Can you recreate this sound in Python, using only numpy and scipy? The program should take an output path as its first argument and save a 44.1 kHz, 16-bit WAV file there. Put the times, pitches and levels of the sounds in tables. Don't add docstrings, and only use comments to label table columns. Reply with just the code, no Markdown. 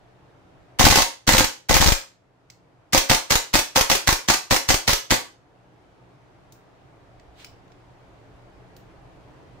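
import sys
import numpy as np
from scipy import signal
from scipy.io import wavfile
from scipy.ndimage import uniform_filter1d

SR = 44100
rng = np.random.default_rng(int(sys.argv[2]) if len(sys.argv) > 2 else 0)


def bounce(signal):
    frames = np.transpose(np.atleast_2d(signal))
    limited = np.clip(frames, -1, 1)
    pcm = np.round(limited * 32767).astype(np.int16)
    wavfile.write(sys.argv[1], SR, pcm)


N = 423360

# pitch_hz, level_db (per Hz)
AIR_COLOUR = [(15, -33.5), (30, -15.5), (60, -5.5), (95, -12), (122, 3.5), (155, -13), (210, -18),
              (275, -6.5), (540, -11), (670, -9), (1100, -16), (2200, -24), (6500, -38), (15500, -54.5)]
AIR_DB = -50.5
# pitch_hz, likeness (0 to 1)
AIR_LIKENESS = [(60, 0.55), (180, 0.65), (550, 0.43), (1650, 0.031), (4970, 0.071), (15000, 0.028)]
# pitch_hz, level_db
HUM_TONES = [(121, -59.5), (183, -65)]
# start_s, level_db
SHUFFLE_LEVELS = [(7.0, -81), (7.01, -73), (7.19, -52), (7.22, -63), (7.28, -51), (7.41, -70), (7.53, -54),
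                  (7.66, -80), (7.68, -64), (8.22, -64), (8.34, -52), (8.43, -64), (8.45, -53), (8.74, -68),
                  (8.96, -56), (9.56, -67), (9.6, -83)]

# start_s, gas_blast_db, bolt_slam_db, left_lurch_db,
# bolt_home_after_ms, bolt_home_db; the bolt locks open after the last shot, so that row stops early
SHOT_CYCLES = [(0.795, -4.5, -1.5, 2, 46.5, -9.5), (0.8518, 0, 3.5, -4, 49.2, -4.5),
               (0.9095, 1, 3, -8, 47.2, 2.5), (0.9713, 1, 4.5, -6, 47.4, -1),
               (1.2754, 1, 5.5, -8, 46.2, -3.5), (1.333, 0, 1.5, -2, 47.9, 1),
               (1.3916, -2, 2, -15, 50.8, -4), (1.6942, -1.5, 3.5, -1, 47.9, -1),
               (1.7512, -1, 0.5, -2, 51.8, -14), (1.81, -0.5, 0, -1, 50.5, -4),
               (1.87, -3, -2.5, -1, 51, -4), (2.9321, -1.5, 2.5, -6, 45.3, -1.5),
               (3.097, -1.5, 1.5, -4, 49.5, -5), (3.3055, -3, -4.5, -14, 49.3, -4.5),
               (3.5389, -2, -0.5, -9, 49.9, -6.5), (3.759, -2.5, -3, -10, 51.3, -5),
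               (3.8992, -2.5, -2.5, -12, 52, -7.5), (4.0741, -3.5, -2, -6, 51.8, -7),
               (4.2856, -4, -3.5, -16, 52.8, -7), (4.5095, -3.5, -2.5, -8, 53, -9.5),
               (4.689, -4, -4.5, -6, 53.5, -7), (4.878, -4.5, -4.5, -8, 52.7, -6), (5.107, -4.5, -1.5, -7)]
BACK_MS = 13.3
# pitch_hz, level_db (per Hz)
GAS_COLOUR = [(90, -38.5), (150, -8.5), (220, -17), (410, -13), (880, -9), (2000, -6.5), (2900, -10.5),
              (4200, -8.5), (6500, -9), (9000, -20), (12000, -21.5), (14600, -20), (15800, -20.5)]
# pitch_hz, level_db (per Hz)
CLATTER_COLOUR = [(180, -29.5), (300, 0), (1260, -3.5), (2480, -0.5), (3940, -3), (6050, -1), (9300, -12),
                  (14600, -12.5), (15800, -15)]
# pitch_hz, level_db, fade_by_60_db_s
RECEIVER_MODES = [(305, -7.5, .03), (530, -10.5, 0.067), (728, -1.5, .015), (925, -4.5, 0.026),
                  (1080, -6.5, 0.028), (1296, -7, 0.0098), (1610, -7.5, .012), (1980, -5, 0.03),
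                  (2150, -10.5, 0.027), (3742, -6.5, 0.011), (4320, -10, .01), (5230, -7, 0.014)]

# pitch_hz, level_db
BEDDING_LOSS = [(60, -8), (300, -7.5), (700, -1), (1500, -4.5), (15000, -0.5)]
# pitch_hz, fade_by_60_db_s
BEDROOM_DECAY = [(80, 0.12), (250, 0.22), (400, 0.36), (600, 0.25), (1100, .3), (3000, .29), (8000, 0.28),
                 (14000, .22)]
# pitch_hz, left_minus_right_db (before levelling)
PORT_TONE = [(60, 10), (110, 19.5), (200, -6), (380, 2), (700, 1.5), (1290, -4), (2380, -2.5), (4400, -7.5),
             (8120, 4.5), (15000, -3)]

LURCH_MEAN = [(-.45, 0.05), (.3, -1.1), (-.3, -.9)]
LURCH_SPREAD = [.55, .6]
LURCH_AFTER_BLAST_MS, RIGHT_LURCH_DB = 4.5, -12

# start_s, level_db, ring_hz, ring_db,
# snap_db (near 5 kHz), treble_db, left_minus_right_db
CLICK_EVENTS = [(2.5003, -28.5, 2158, -4, 5.5, -9, 0), (6.5226, -38, 3800, -19, -1, -5, 7),
                (7.1967, -46, 1964, -2.5, -6, -24, -2), (7.4455, -31, 2306, -2, -5, -14, 0.5),
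                (7.6784, -58, 2230, -11.5, -5, -22, -3), (7.719, -47.5, 1976, -6, -6, -24, -2),
                (8.765, -38.5, 3050, -12, -2, -1, -1)]
# pitch_hz, level_db (per Hz)
SCRAPE_COLOUR = [(500, -20.5), (1000, -5), (2300, -1), (3900, 1), (5500, -9), (8000, -11), (10400, -23.5),
                 (15500, -19)]
SLIDE_S, SLIDE_HOLD_S, SLIDE_DB = 7.4, .02, -48
SLIDE_RISE_DB_PER_S, SLIDE_FALL_DB_PER_S = 380, 260


def gain_of(db):
    return 10 ** (np.asarray(db) / 20)


def evened(x):
    return x / np.sqrt(np.mean(x ** 2) + 1e-20)


def read(points, hz):
    f, value = np.transpose(points)
    return np.interp(np.log(hz + 1), np.log(f + 1), value)


def add(mix, s, sound):
    part = mix[..., round(s * SR):][..., :sound.shape[-1]]
    part += sound[..., :part.shape[-1]]


def coloured(x, points):
    hz = abs(np.fft.fftfreq(4096, 1 / SR))
    log_gain = np.log(gain_of(np.maximum(read(points, hz), -80)))
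    taps = np.fft.ifft(np.exp(np.conj(signal.hilbert(log_gain)))).real[:2048]
    taps = taps / np.linalg.norm(taps)
    return signal.oaconvolve(np.atleast_2d(x), taps[None], axes=1)[:, :N]


def room_tone():
    frames, hz = N // 512 + 5, np.fft.rfftfreq(2048, 1 / SR)
    a, b, c, d, patches = rng.standard_normal((frames, 1025, 5)).T
    patches = uniform_filter1d(patches, size=12, axis=0)
    patches = evened(uniform_filter1d(patches, size=6, axis=1))
    same = np.clip(read(AIR_LIKENESS, hz), -1, 1)[:, None]
    left, other = a + 1j * b, c + 1j * d
    spectra = np.array([left, same * left + np.sqrt(1 - same ** 2) * other])

    def sound(gain):
        return evened(signal.istft(spectra * gain, nperseg=2048, noverlap=1536)[1][:, :N])

    out = gain_of(AIR_DB) * sound(gain_of(read(AIR_COLOUR, hz)[:, None] + patches))
    for f, db in HUM_TONES:
        pitch, swell = (evened(uniform_filter1d(v, size=5000)) for v in rng.standard_normal((2, N)))
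        tone = np.sqrt(2) * np.sin(2 * np.pi * np.cumsum(f + 3 * pitch) / SR)
        out += gain_of(db + 2.5 * swell) * tone
    s, db = np.transpose(SHUFFLE_LEVELS)
    rumble = sound(1 / (1 + ((hz[:, None] - 50) / 30) ** 4))
    level = gain_of(np.interp(np.arange(N) / SR, s, db, -90))
    return out + level * rumble * gain_of([[-4.5], [0.5]])


def puff(rise_ms, fall_ms, grit_db):
    ms = np.arange(4000) / SR * 1000
    both, left, right, grit = rng.standard_normal((4, len(ms)))
    grit = gain_of(grit_db * evened(uniform_filter1d(grit, size=24)))
    noise = evened(both + 1.99 * np.array([left, right]))
    envelope = (1 - np.exp(-ms / rise_ms)) * np.exp(-ms / fall_ms)
    return envelope * noise * evened(grit)


def ring(blow, tilt_db):
    hz, db, t60 = np.transpose(RECEIVER_MODES)[:, :, None]
    t = np.arange(3000) / SR
    sign = np.where(np.arange(len(hz)) % 4 == 2, 1, -1)[:, None]
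    chance = rng.standard_normal((2, *hz.shape))
    db = db + tilt_db * np.log2(hz / 1000) + 2.5 * chance[0]
    hz = hz * (1 + 0.011 * chance[1])
    modes = (gain_of(db - 60 * t / t60) * np.sin(2 * np.pi * hz * t) * sign).sum(0)
    return signal.oaconvolve(blow / np.linalg.norm(blow[0]), modes[None], axes=1)


def rifle():
    gas, clatter, rings = np.zeros((3, 2, N))
    t = np.arange(1500) / SR
    pop = np.sin(2 * np.pi * 165 * t) * (t / 0.0045) * np.exp(-t / 0.0029)
    firm_blow = np.hanning(22) * np.ones((2, 1))
    for s, gas_db, slam_db, _, *home in SHOT_CYCLES:
        back = s + BACK_MS / 1000
        add(clatter, s - .008, gain_of(gas_db - 15.5) * puff(0.95, 7.2, 3.6))
        add(clatter, s - .0035, gain_of(gas_db - 5.5) * puff(1.5, 4, 3.9))
        add(gas, s - .001, gain_of(gas_db + 3) * puff(0.45, 7.6, 1.1))
        add(rings, s, gain_of(gas_db - 0.5) * ring(puff(0.35, 2.5, 6), -1.2))
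        add(gas, s + 0.0042, gain_of(gas_db + 8) * puff(0.84, 3.5, 5.9))
        add(rings, s + 0.00095, gain_of(gas_db + 3.5) * pop)
        add(rings, back + .0012, gain_of(slam_db - 8.5) * ring(firm_blow, -1.5))
        add(gas, back, gain_of(gas_db + 4.5) * puff(0.89, 11, 6))
        add(rings, back + .015, gain_of(slam_db - 9) * ring(puff(.8, 3, 2.8), -1.5))
        add(rings, back + .005, gain_of(slam_db - 8) * ring(puff(0.65, 4.5, 6), -1.3))
        add(clatter, back + 0.019, gain_of(gas_db + 4) * puff(1.5, 4, 6))
        if home:
            shut, db = s + home[0] / 1000, home[1]
            add(clatter, shut - .0058, gain_of(db - 4) * puff(0.85, 2.2, 2.8))
            add(clatter, shut - .0004, gain_of(db + 9.5) * puff(.4, 2.4, 4))
            add(clatter, shut + 0.0015, gain_of(db + 6.5) * puff(.8, 4.9, 1.6))
            add(rings, shut, gain_of(db - 7) * ring(puff(0.16, .6, 3), 0.6))
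    return coloured(gas, GAS_COLOUR) + coloured(clatter, CLATTER_COLOUR) + rings


def bedroom(x):
    taps = np.zeros((3, 2, 22000))
    at = np.arange(100, 21980, 10) + rng.integers(0, 10, (3, 2, 2188))
    np.put_along_axis(taps, at, rng.choice([-1., 1.], at.shape), 2)
    hz, t, z = signal.stft(taps, SR, nperseg=256)
    fade_db = read(BEDDING_LOSS, hz)[:, None] - 60 * t / read(BEDROOM_DECAY, hz)[:, None]
    tail = signal.istft(z * gain_of(fade_db), SR, nperseg=256)[1]
    tail[..., :100] = 0
    tail = tail / np.linalg.norm(tail[0, 0])
    turns = np.arange(N) / SR * 1.3 + np.arange(3)[:, None] / 3
    blend = np.sqrt(2 / 3) * np.cos(2 * np.pi * turns)
    return signal.oaconvolve((x * blend)[:, None], tail, axes=2).sum(0)[:, :N]


def lurches():
    out, ms = np.zeros((2, N)), np.arange(6000) / SR * 1000
    quick_ms, slow_ms, swing_hz, swing = 4.5, 17, 22, .45
    swinging = swing * np.exp(-ms / slow_ms) * np.sin(2 * np.pi * swing_hz * ms / 1000)
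    shape = (1 - np.exp(-ms / 0.6)) * (np.exp(-ms / quick_ms) - swinging)
    chance = LURCH_MEAN + LURCH_SPREAD * rng.standard_normal((len(SHOT_CYCLES), 3, 2))
    for (s, _, _, left_db, *home), jumps in zip(SHOT_CYCLES, chance):
        blows_ms = [LURCH_AFTER_BLAST_MS, BACK_MS] + home[:1]
        for after_ms, jump in zip(blows_ms, jumps):
            size = jump * gain_of([left_db, RIGHT_LURCH_DB])
            add(out, s + after_ms / 1000, np.outer(size, shape))
    return out


def handling():
    out, t = np.zeros((2, N)), np.arange(2000) / SR
    for s, db, hz, ring_db, snap_db, treble_db, pan_db in CLICK_EVENTS:
        colour = [(700, -30), (hz, -3), (5200, snap_db), (7500, snap_db - 3),
                  (10000, treble_db - 9.5), (15000, treble_db)]
        click = 0.85 * coloured(puff(0.4, 3.6, 3.5), colour)[:, :2000]
        click += np.sin(2 * np.pi * hz * t) * gain_of(ring_db - 60 * t / 0.018)
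        add(out, s, gain_of(db + np.array([[pan_db], [-pan_db]]) / 2) * click)
    since = np.arange(N) / SR - SLIDE_S
    rise_db, fall_db = SLIDE_RISE_DB_PER_S * since, SLIDE_FALL_DB_PER_S * (SLIDE_HOLD_S - since)
    level = gain_of(SLIDE_DB + np.minimum(np.minimum(rise_db, fall_db), 0))
    roughness = gain_of(1.4 * evened(uniform_filter1d(rng.standard_normal(N), size=60)))
    grit = rng.standard_normal((2, N)) * roughness
    return out + level * evened(coloured(grit, SCRAPE_COLOUR))


def scene():
    gun, hands = rifle(), handling()
    direct = np.array([gun[0], np.roll(gun[1], 3)])
    near = direct + hands + bedroom(gain_of(-1.5) * gun[0] + gain_of(-4.5) * hands[0])
    ports = [[(f, side * db / 2) for f, db in PORT_TONE] for side in (1, -1)]
    return np.vstack([coloured(x, p) for x, p in zip(near, ports)]) + room_tone()


def record(dry):
    power = abs(uniform_filter1d((dry ** 2).mean(0), size=200))
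    over_db = np.maximum(10 * np.log10(power + 1e-12) + 29.5, 0)
    t = np.arange(N) / SR

    def held(db, start_db, per_s):
        peak = np.maximum.accumulate(np.r_[start_db, db[1:]] + per_s * t)
        return np.maximum(peak - per_s * t, 0)

    loud_db = uniform_filter1d(over_db, size=6000, origin=2999)
    slow_db = held(0.32 * loud_db, 4.4, 1.327)
    quick_db = held(0.16 * over_db, 0, 7.8)
    out = dry / gain_of(uniform_filter1d(slow_db + quick_db, size=100)) + lurches()
    out = np.tanh(out / 1.1) * 1.1
    treble_cut = signal.firwin(511, 15700, window=("kaiser", 9), fs=SR)
    return signal.oaconvolve(out, treble_cut[None], "same")


dry = scene()
out = record(dry)
bounce(out)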